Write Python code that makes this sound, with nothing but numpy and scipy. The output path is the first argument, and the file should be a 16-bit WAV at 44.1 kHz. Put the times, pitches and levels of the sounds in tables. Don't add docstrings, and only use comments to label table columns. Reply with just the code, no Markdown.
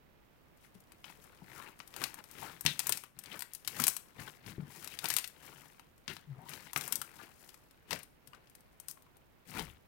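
import sys
import numpy as np
from scipy import signal
from scipy.fft import rfft, irfft, next_fast_len
from scipy.io import wavfile

SR = 44100
rng = np.random.default_rng(int(sys.argv[2]) if len(sys.argv) > 2 else 0)


def dump(signal):
    limited = np.clip(np.atleast_2d(signal).T, -1, 1)
    pcm = np.round(limited * 32767).astype(np.int16)
    wavfile.write(sys.argv[1], SR, pcm)


N = 435266
TIME = np.arange(N) / SR


def from_db(db):
    return np.exp(np.asarray(db) * (np.log(10) / 20))


def rms_one(x):
    return x / np.sqrt(np.mean(x ** 2) + 1e-20)


def unit_energy(x):
    return x / np.sqrt(np.sum(x ** 2) + 1e-20)


def in_time(rows):
    s, *columns = np.transpose(rows)
    return [np.interp(TIME, s, column) for column in columns]


def at_hz(points, hz):
    f, value = np.transpose(points)
    return np.interp(np.log(np.maximum(hz, 1)), np.log(f), value)


def band(x, low_hz, high_hz):
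    edges = [low_hz, min(high_hz, .45 * SR)]
    return signal.sosfilt(signal.butter(2, edges, "band", fs=SR, output="sos"), x)


def colour(x, spectrum):
    size = next_fast_len(N + 4096)
    gain = from_db(at_hz(spectrum, np.fft.rfftfreq(size, 1 / SR)))
    return irfft(rfft(x, size) * gain, size)[:N]


def drift(rate):
    knots = rng.standard_normal(4000)
    return np.interp(TIME * rate, np.arange(len(knots)), knots)


def add(out, s, sound):
    i = int(np.clip(round(s * SR), 0, N - 1))
    out[i:i + len(sound)] += sound[:N - i]


def burst(echo_s, cluster, scatter, scatter_t60, cavity, cavity_cycles):
    t = np.arange(SR // 20) / SR
    snap = scatter * rng.standard_normal(len(t)) * from_db(-60 * t / scatter_t60)
    snap[1] += 1
    delays = echo_s * (.1 + rng.random(5))
    snap[(delays * SR).astype(int)] += cluster * rng.uniform(-1.28, 1, 5)
    cycles = 2500 * 5 ** rng.random() * t
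    ring = np.cos(2 * np.pi * cycles) * from_db(-60 * cycles / cavity_cycles)
    return snap + cavity * signal.fftconvolve(snap, unit_energy(ring))[:len(t)]


def strays(crackle, count):
    # (from [s], to [s])
    work_s = (0.46, 7.7)
    typical_db, spread_db, per_s = (-66, -63, -62), 3.0, 6
    follows, reference_db = .6, -61
    s = work_s[0] + np.cumsum(rng.exponential(1 / per_s, count))
    crackle_db = 20 * np.log10(np.interp(s, TIME, crackle))
    push_db = follows * (crackle_db - reference_db)
    levels = np.array(typical_db) + push_db[:, None] + spread_db * rng.standard_normal((count, 3))
    return np.column_stack([s, levels])[s < work_s[1]]


def pops(crackle, body_db, snap_db, fizz_db):
    # (time [s], body level [dB], snap level [dB], fizz level [dB])
    pockets = [(0.751, -63, -65, -61.5), (0.804, -72.5, -74, -57), (0.92, -55, -56, -53),
               (1.0427, -46.5, -43, -62), (1.1, -48, -61, -58), (1.2409, -71, -68, -53),
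               (1.3734, -74, -58, -69.5), (1.791, -57, -56, -53), (1.8021, -41, -41.5, -69),
               (1.8759, -71, -54, -48), (1.9402, -50, -43.5, -55), (1.9641, -43, -43, -39),
               (2.0168, -33, -42, -41), (2.0394, -35.5, -24.5, -30.5), (2.1423, -46, -55, -40.5),
               (2.24, -55, -53, -49), (2.313, -70, -59, -46), (2.6094, -50, -55, -34),
               (2.6511, -36, -54, -35), (2.663, -34, -14, -28), (2.7931, -41.5, -30, -24),
               (2.802, -42, -32, -41), (2.8689, -38.5, -43, -25.5), (2.8935, -31, -59, -22),
               (2.923, -46, -24, -23.5), (2.9729, -45.5, -42, -34), (3.0372, -43, -61, -45),
               (3.1898, -53.5, -52.5, -38), (3.2376, -63, -50, -46), (3.2591, -57, -41.5, -55),
               (3.3928, -55, -46, -36.5), (3.4067, -50, -41, -38), (3.422, -38.5, -39.5, -34.5),
               (3.5348, -68, -64, -38), (3.5491, -70, -48, -36), (3.6487, -57, -44, -51),
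               (3.676, -41.5, -28.5, -28.5), (3.7664, -48, -43, -45), (3.8001, -30.5, -37, -26.5),
               (3.819, -43, -38, -30), (3.8391, -41, -24.5, -22), (3.8687, -34, -33, -21.5),
               (3.8805, -31, -30, -17), (3.966, -44.5, -40.5, -30), (4.1967, -41, -61, -64),
               (4.4635, -53, -43, -57.5), (4.845, -52, -45, -39), (4.8752, -49, -39, -39),
               (4.9895, -51, -30.5, -40.5), (5.043, -32.5, -41, -32), (5.0563, -38, -26.5, -36),
               (5.086, -55, -47, -29), (5.1026, -34, -26.5, -28), (5.1388, -42, -39, -28.5),
               (5.1657, -34.5, -24.5, -21.5), (5.1853, -38, -30.5, -27.5), (5.243, -48.5, -31.5, -40.5),
               (5.2761, -64, -55, -38.5), (5.7959, -48, -55, -55.5), (5.9793, -68, -68, -61),
               (6.0796, -41.5, -30, -66), (6.1667, -45, -42.5, -54), (6.4928, -51, -48, -41.5),
               (6.5355, -59, -38, -50), (6.7323, -41, -50, -35.5), (6.7615, -25, -28, -34),
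               (6.7752, -38, -50, -29.5), (6.8104, -49, -34, -38.5), (6.8783, -41, -59, -33.5),
               (6.924, -40, -30.5, -23), (6.9561, -52, -45, -26), (7.016, -42, -38.5, -32),
               (7.4913, -64, -48, -50.5), (7.5427, -53.5, -55, -51.5), (7.7099, -68, -59, -59),
               (7.9084, -36.5, -29, -39), (7.9162, -40, -36, -45), (7.9296, -31.5, -27, -40),
               (7.9904, -58, -60, -46), (8.032, -62, -64, -44), (8.2739, -61, -56, -48.5),
               (8.3332, -48, -54.5, -68), (8.3477, -57, -54, -66), (8.4723, -75, -57, -72),
               (8.4984, -72, -69.5, -55.5), (8.552, -63, -56, -50.5), (8.6067, -75, -70, -57.5),
               (8.8, -60, -57, -42), (8.8842, -52, -48, -34), (8.9123, -68, -56, -38.5),
               (8.974, -55, -74, -75), (9.0222, -81, -67, -58), (9.0649, -62.5, -80, -82),
               (9.1688, -70, -72, -58), (9.5945, -37, -32.5, -44)]
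    # (low [Hz], high [Hz])
    pop_bands = [(550, 2190), (2200, 5760), (6500, 14700)]
    # (frequency [Hz], gain [dB])
    pop_colour = [(600, -4.5), (880, 0.5), (1200, 0.5), (1440, -0.5), (1850, -2), (2750, -1), (3500, -3),
                  (4400, -2), (6500, -3), (7600, -3.5), (8700, 1.5), (10500, -1), (12300, 2), (16000, -2)]
    out = np.zeros(N)
    first = round(.006 * SR)
    rows = np.vstack([pockets, strays(crackle, count=70)])
    shapes = np.array([burst(echo_s=.0025, cluster=.6, scatter=0.12, scatter_t60=0.039,
                             cavity=0.13, cavity_cycles=3.9) for row in rows])
    sounds = 0
    for k, ((low, high), trim) in enumerate(zip(pop_bands, (body_db, snap_db, fizz_db))):
        part = band(shapes, low, high) * (-1) ** k
        gain = from_db(rows[:, k + 1] + trim) / part[:, :first].std(axis=1)
        sounds = sounds + part * gain[:, None]
    for s, sound in zip(rows[:, 0], sounds):
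        add(out, s, sound)
    return colour(out, pop_colour)


def squirts(width, trim_db):
    # (time [s], length [s], start pitch [Hz], end pitch [Hz], rms level [dB])
    air_squirts = [(1.042, 0.013, 3000, 2700, -46.5), (1.182, .027, 420, 500, -56),
                   (1.418, .014, 900, 500, -57), (1.551, 0.15, 1486, 890, -52.5),
                   (2.42, .04, 847, 924, -41.5), (2.453, 0.065, 1507, 1237, -50.5),
                   (2.665, 0.071, 3900, 3470, -36), (3.314, 0.016, 3130, 2900, -43.5),
                   (3.354, 0.024, 1480, 1860, -47), (3.793, 0.014, 1100, 1490, -34),
                   (4.19, .025, 1794, 2100, -48), (4.919, 0.028, 2700, 3090, -50),
                   (5.032, 0.022, 1290, 1490, -46), (6.374, 0.22, 700, 1400, -57),
                   (6.76, .03, 1197, 1500, -40), (7.016, 0.013, 1410, 1500, -41.5),
                   (7.189, 0.035, 1400, 1550, -49.5), (7.93, 0.028, 553, 626, -42.5),
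                   (8.331, 0.024, 1100, 1660, -53.5), (8.97, 0.013, 1000, 1200, -59),
                   (9.062, .016, 1083, 1000, -60.5), (9.564, 0.064, 379, 450, -48)]
    out = np.zeros(N)
    t = np.arange(SR // 4) / SR
    for s, length, start_hz, end_hz, level in air_squirts:
        progress = np.minimum(t / max(length, .005), 1)
        hz = start_hz + (end_hz - start_hz) * progress
        r = np.exp(-np.pi * width * start_hz / SR)
        noise = rng.standard_normal((2, 2 * len(t)))
        flutter = signal.lfilter([1], [1, -2 * r, r * r], noise)[:, len(t):]
        phase = 2 * np.pi * np.cumsum(hz) / SR
        voice = rms_one(flutter[0] * np.cos(phase) + flutter[1] * np.sin(phase))
        fade = np.sin(np.pi * np.sqrt(progress))
        add(out, s, from_db(level + trim_db) * fade * voice)
    return out


def swell(t, peak_s, rise_s, fall_s):
    swell_db, crest = 25.5, 0.086
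    touch_lead, touch_s = 1.0, .02
    away = (t - peak_s) / np.where(t < peak_s, max(rise_s, .005), max(fall_s, .005))
    hold = np.clip((t - peak_s + touch_lead * rise_s) / touch_s + 1, 0, 1)
    return hold * from_db(-swell_db * (np.hypot(away, crest) - crest))


def effort():
    # (peak time [s], rise [s], fall [s],
    # squelch level [dB], peeling level [dB], crackle level [dB], table rumble level [dB])
    squeezes = [(0.65, 0.08, 0.073, -80, -63.5, -59, -80), (0.77, .07, .14, -78.5, -72, -80, -66),
                (1.06, .04, 0.21, -59.5, -56.5, -58, -64), (1.26, 0.51, 0.17, -64, -66, -65, -65.5),
                (1.57, 0.19, 0.2, -50, -50.5, -52.5, -56.5), (1.68, 0.12, 0.066, -50.5, -57.5, -61, -72),
                (1.8, .03, .06, -62, -71, -57, -58.5), (2.02, 0.15, 0.19, -46, -49, -47.5, -55),
                (2.191, 0.025, 0.041, -46.5, -55, -56, -59), (2.42, 0.19, 0.27, -47, -48, -48, -53),
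                (2.674, 0.039, .14, -51, -38.5, -42.5, -43.5), (2.91, 0.21, 0.15, -49, -47.5, -46, -54),
                (3.04, 0.036, 0.055, -61, -54, -62, -63), (3.17, 0.022, .07, -75, -76, -84, -56.5),
                (3.35, 0.19, 0.12, -48.5, -48.5, -52, -54.5), (3.53, 0.063, 0.23, -78, -60, -67, -81),
                (3.68, 0.048, 0.22, -58, -54, -49, -58), (3.81, 0.11, 0.16, -46, -42, -38, -46.5),
                (3.885, 0.042, .08, -49, -54, -33.5, -57), (4.215, 0.075, .14, -46.5, -48, -50, -49),
                (4.275, .04, 0.13, -52.5, -51, -52.5, -66), (4.485, 0.058, 0.13, -53, -49, -52, -44.5),
                (4.6, 0.028, 0.21, -54.5, -68, -83, -50.5), (4.78, 0.17, 0.45, -54.5, -53, -50.5, -58),
                (4.93, 0.054, 0.072, -67, -47, -51, -66), (5.05, 0.049, 0.072, -41, -47, -42, -51.5),
                (5.125, 0.13, 0.15, -55, -40.5, -38, -57), (5.46, 0.19, 0.39, -55, -54.5, -55.5, -64),
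                (5.62, 0.19, 0.24, -72, -69, -60, -64), (6.1, 0.032, .13, -53, -43.5, -50.5, -47.5),
                (6.43, 0.22, 0.14, -55, -71, -78, -55.5), (6.51, 0.082, 0.22, -50, -47.5, -49.5, -53.5),
                (6.67, 0.15, 0.075, -62, -54, -54.5, -62), (6.77, 0.021, 0.058, -42, -49, -40, -47),
                (6.82, .04, 0.32, -49.5, -50, -44, -59), (6.97, 0.19, 0.13, -65.5, -66, -64, -54.5),
                (7.23, 0.28, .16, -55.5, -56, -57, -62), (7.42, 0.22, 0.32, -64, -65.5, -58, -73),
                (7.93, 0.048, 0.099, -45, -41, -44, -43.5), (8.274, 0.032, 0.069, -72, -71, -69, -58.5),
                (8.35, .04, .1, -62.5, -70, -72, -71.5), (8.899, 0.02, 0.033, -58.5, -68, -43.5, -65.5),
                (9.49, 0.035, 0.15, -62.5, -53, -50, -55), (9.585, 0.12, .15, -44, -42, -44, -43)]
    # (time [s], level [dB])
    creep_curve = [(0, -81.5), (0.5, -78.5), (1.3, -69), (2.8, -70), (3.12, -90), (3.5, -71.5), (4.1, -70),
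                   (5.7, -74), (6.0, -77), (7.1, -69), (7.75, -74.5), (8.15, -78), (8.5, -74), (9.0, -75.5),
                   (9.35, -79.5), (9.87, -77.5)]
    # (squelch [dB], peeling [dB], crackle [dB])
    creep_offsets = (2, 0, -0.5)
    resting_weight_db = -73
    t = TIME[::32]
    creep = np.interp(t, *np.transpose(creep_curve))
    base_db = [creep + db for db in creep_offsets] + [np.full(len(t), resting_weight_db)]
    power = from_db(base_db) ** 2
    for peak_s, rise_s, fall_s, *levels in squeezes:
        power = power + np.outer(from_db(levels), swell(t, peak_s, rise_s, fall_s)) ** 2
    return [np.interp(TIME, t, np.sqrt(p)) for p in power]


def grains(per_s, spread_db, ring_t60, smooth):
    born = np.flatnonzero(rng.random(N) < per_s * from_db(4 * drift(30)) / SR)
    sizes = from_db(spread_db * np.minimum(rng.exponential(1, N)[born], 3))
    t = np.arange(SR // 60) / SR
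    shapes = rng.standard_normal((64, len(t))) * from_db(-60 * t / ring_t60)
    out = np.zeros(N + len(t))
    for i, size in zip(born, sizes):
        out[i:i + len(t)] += size * shapes[i % len(shapes)]
    return rms_one(rms_one(out[:N]) + smooth * rng.standard_normal(N))


def folds(x, low_hz, high_hz, patchy_db, count):
    edges = np.geomspace(low_hz, high_hz, count + 1)
    out = 0
    for k, (low, high) in enumerate(zip(edges, edges[1:])):
        out = out + band(x, low, high) * from_db(patchy_db * drift(50)) * (-1) ** k
    return out


def kneading(squelch, peel, crackle, squelch_db, peel_db, crackle_db):
    # (frequency [Hz], gain [dB])
    squelch_spectrum = [(200, -13.5), (300, -1), (400, -2), (620, -7), (900, 0.5), (1400, -4.5),
                        (2200, -12), (3500, -35), (8000, -59.5)]
    # (frequency [Hz], gain [dB])
    peel_spectrum = [(1000, -16), (1700, -2.5), (2700, -0.5), (4200, -5.5), (6000, -18.5), (9000, -33)]
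    # (frequency [Hz], gain [dB])
    crackle_spectrum = [(1000, -39.5), (3200, -16), (5200, 0), (7000, -2), (8800, -0.5), (12000, -0.5),
                        (16000, -4)]
    wet = grains(per_s=550, spread_db=4.5, ring_t60=0.013, smooth=.55)
    wet = folds(wet, 198.7, 8100.0, patchy_db=3.0, count=20)
    fine = grains(per_s=500, spread_db=5.0, ring_t60=.016, smooth=.75)
    return (squelch * from_db(squelch_db) * rms_one(colour(wet, squelch_spectrum))
            + peel * from_db(peel_db) * rms_one(colour(wet, peel_spectrum))
            + crackle * from_db(crackle_db) * rms_one(colour(fine, crackle_spectrum)))


def table(weight, bump_db, rumble_db, contact_s):
    # (time [s], peak level [dB])
    bumps = [(0.751, -49.5), (1.42, -46), (2.029, -45), (2.652, -33), (2.672, -40.5), (2.89, -48),
             (3.8, -33.5), (4.19, -44), (4.465, -46.5), (4.581, -33), (4.625, -41.5), (4.675, -50),
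             (6.08, -42.5), (6.76, -41.5), (7.929, -46), (9.55, -40.5), (9.595, -41)]
    # (frequency [Hz], level [dB], time to fall by 60 dB [s])
    table_tones = [(72, -23.5, .13), (117.8, -8.5, 0.14), (148.4, -3.5, 0.19), (185.6, -2, 0.12),
                   (235, -7, 0.13), (299.6, -10.5, .08), (413, -11.5, 0.074)]
    # (frequency [Hz], gain [dB])
    rumble_spectrum = [(40, -19), (85, -6.5), (145, 3), (220, -3), (340, -11.5), (600, -19.5),
                       (1500, -44.5), (4000, -80)]
    out = np.zeros(N)
    t = np.arange(SR // 3) / SR
    for s, level in bumps:
        thud = 0
        for hz, db, t60 in table_tones:
            fade = from_db(db + rng.normal(0, 6.1) - 60 * t / t60)
            thud = thud + fade * np.sin(2 * np.pi * (hz * rng.normal(1, 0.041) * t + rng.random()))
        thud = thud * (1 - np.exp(-t / contact_s))
        add(out, s, from_db(level + bump_db) * thud / np.abs(thud).max())
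    rumble = rms_one(colour(rng.standard_normal(N), rumble_spectrum))
    return out + weight * from_db(rumble_db) * rumble


def judder():
    # (time [s], pitch [Hz], rms level [dB])
    groan = [(6.25, 161, -100), (6.275, 156, -51), (6.312, 140, -38.5), (6.33, 128, -40), (6.365, 129, -63),
             (6.39, 133, -43.5), (6.44, 125, -100)]
    hz, level = in_time(groan)
    return np.sqrt(2) * from_db(level) * np.sin(2 * np.pi * np.cumsum(hz) / SR)


def slump():
    # (peak time [s], rise [s], fall [s], rms level at the peak [dB])
    slump_shape = (9.63, 0.1, 0.2, -50.5)
    peak_s, rise_s, fall_s, db = slump_shape
    low_noise = rms_one(band(rng.standard_normal(N), 30, 103))
    return from_db(db) * swell(TIME, peak_s, rise_s, fall_s) * low_noise


def room(x, build_s):
    # (frequency [Hz], time to fall by 60 dB [s])
    room_t60 = [(200, 0.2), (1000, 0.28), (3500, 0.2356), (9000, 0.33), (16000, 0.29)]
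    # (frequency [Hz], gain [dB])
    room_colour = [(200, 0), (1000, 3), (3000, 3.5), (6000, -3), (9000, 4.5), (16000, -8.5)]
    t = np.arange(SR // 2) / SR
    edges = np.geomspace(120, 17000, 9)
    tail = 0
    for low, high in zip(edges, edges[1:]):
        hz = np.sqrt(low * high)
        fade = from_db(at_hz(room_colour, hz) - 60 * t / at_hz(room_t60, hz))
        tail = tail + band(rng.standard_normal(len(t)), low, high) * fade
    tail = unit_energy(tail * (1 - np.exp(-t / build_s)))
    return signal.oaconvolve(x, tail)[:N]


def background_hiss():
    # (frequency [Hz], gain [dB])
    left_tone = [(15, -13), (30, -2.5), (60, 0.5), (100, -4.5), (150, -6.5), (220, -11.5), (450, -13),
                 (1000, -21), (2500, -24), (5000, -33.5), (9000, -45), (15000, -28)]
    # (frequency [Hz], gain [dB])
    right_tone = [(15, -16), (30, -5.5), (60, -6.5), (100, -6.5), (150, -7), (220, -7.5), (450, -10),
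                  (1000, -15), (2500, -21.5), (5000, -32), (9000, -38.5), (15000, -29)]
    # (left [dB], right [dB])
    floor_db = [-67.5, -64]
    # (time [s], gain [dB])
    hiss_dip = [(2.7, 1), (3.08, -5), (3.45, -2), (3.8, 0)]
    floor = [from_db(db) * rms_one(colour(rng.standard_normal(N), tone))
             for db, tone in zip(floor_db, (left_tone, right_tone))]
    return from_db(in_time(hiss_dip)[0]) * np.array(floor)


def scene():
    # (frequency [Hz], gain [dB])
    right_pickup = [(60, -6.5), (150, -11), (350, -12), (700, -19), (1400, -25), (2800, -26), (5600, -31.5),
                    (9000, -31), (15000, -29.5)]
    squelch, peel, crackle, weight = effort()
    popping = pops(crackle, body_db=-1.5, snap_db=-2.5, fizz_db=-0.66)
    popping = popping + squirts(width=.3, trim_db=1.0)
    slime = popping + kneading(squelch, peel, crackle, squelch_db=-1.7, peel_db=-0.88, crackle_db=0.66)
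    thuds = table(weight, bump_db=3.5, rumble_db=-0.15, contact_s=0.00094) + judder() + slump()
    left = slime + thuds + from_db(-12.5) * room(popping, build_s=0.0016)
    right_room = from_db(-4.5) * room(slime + .5 * thuds, build_s=.001)
    right = colour(from_db(-3.5) * slime + thuds + right_room, right_pickup)
    return np.array([left, right]) + background_hiss()


def record(dry):
    treble_cut = signal.ellip(10, .2, 80, 16000, fs=SR, output="sos")
    return np.clip(signal.sosfilt(treble_cut, dry), -1, 1)


dry = scene()
out = record(dry)
dump(out)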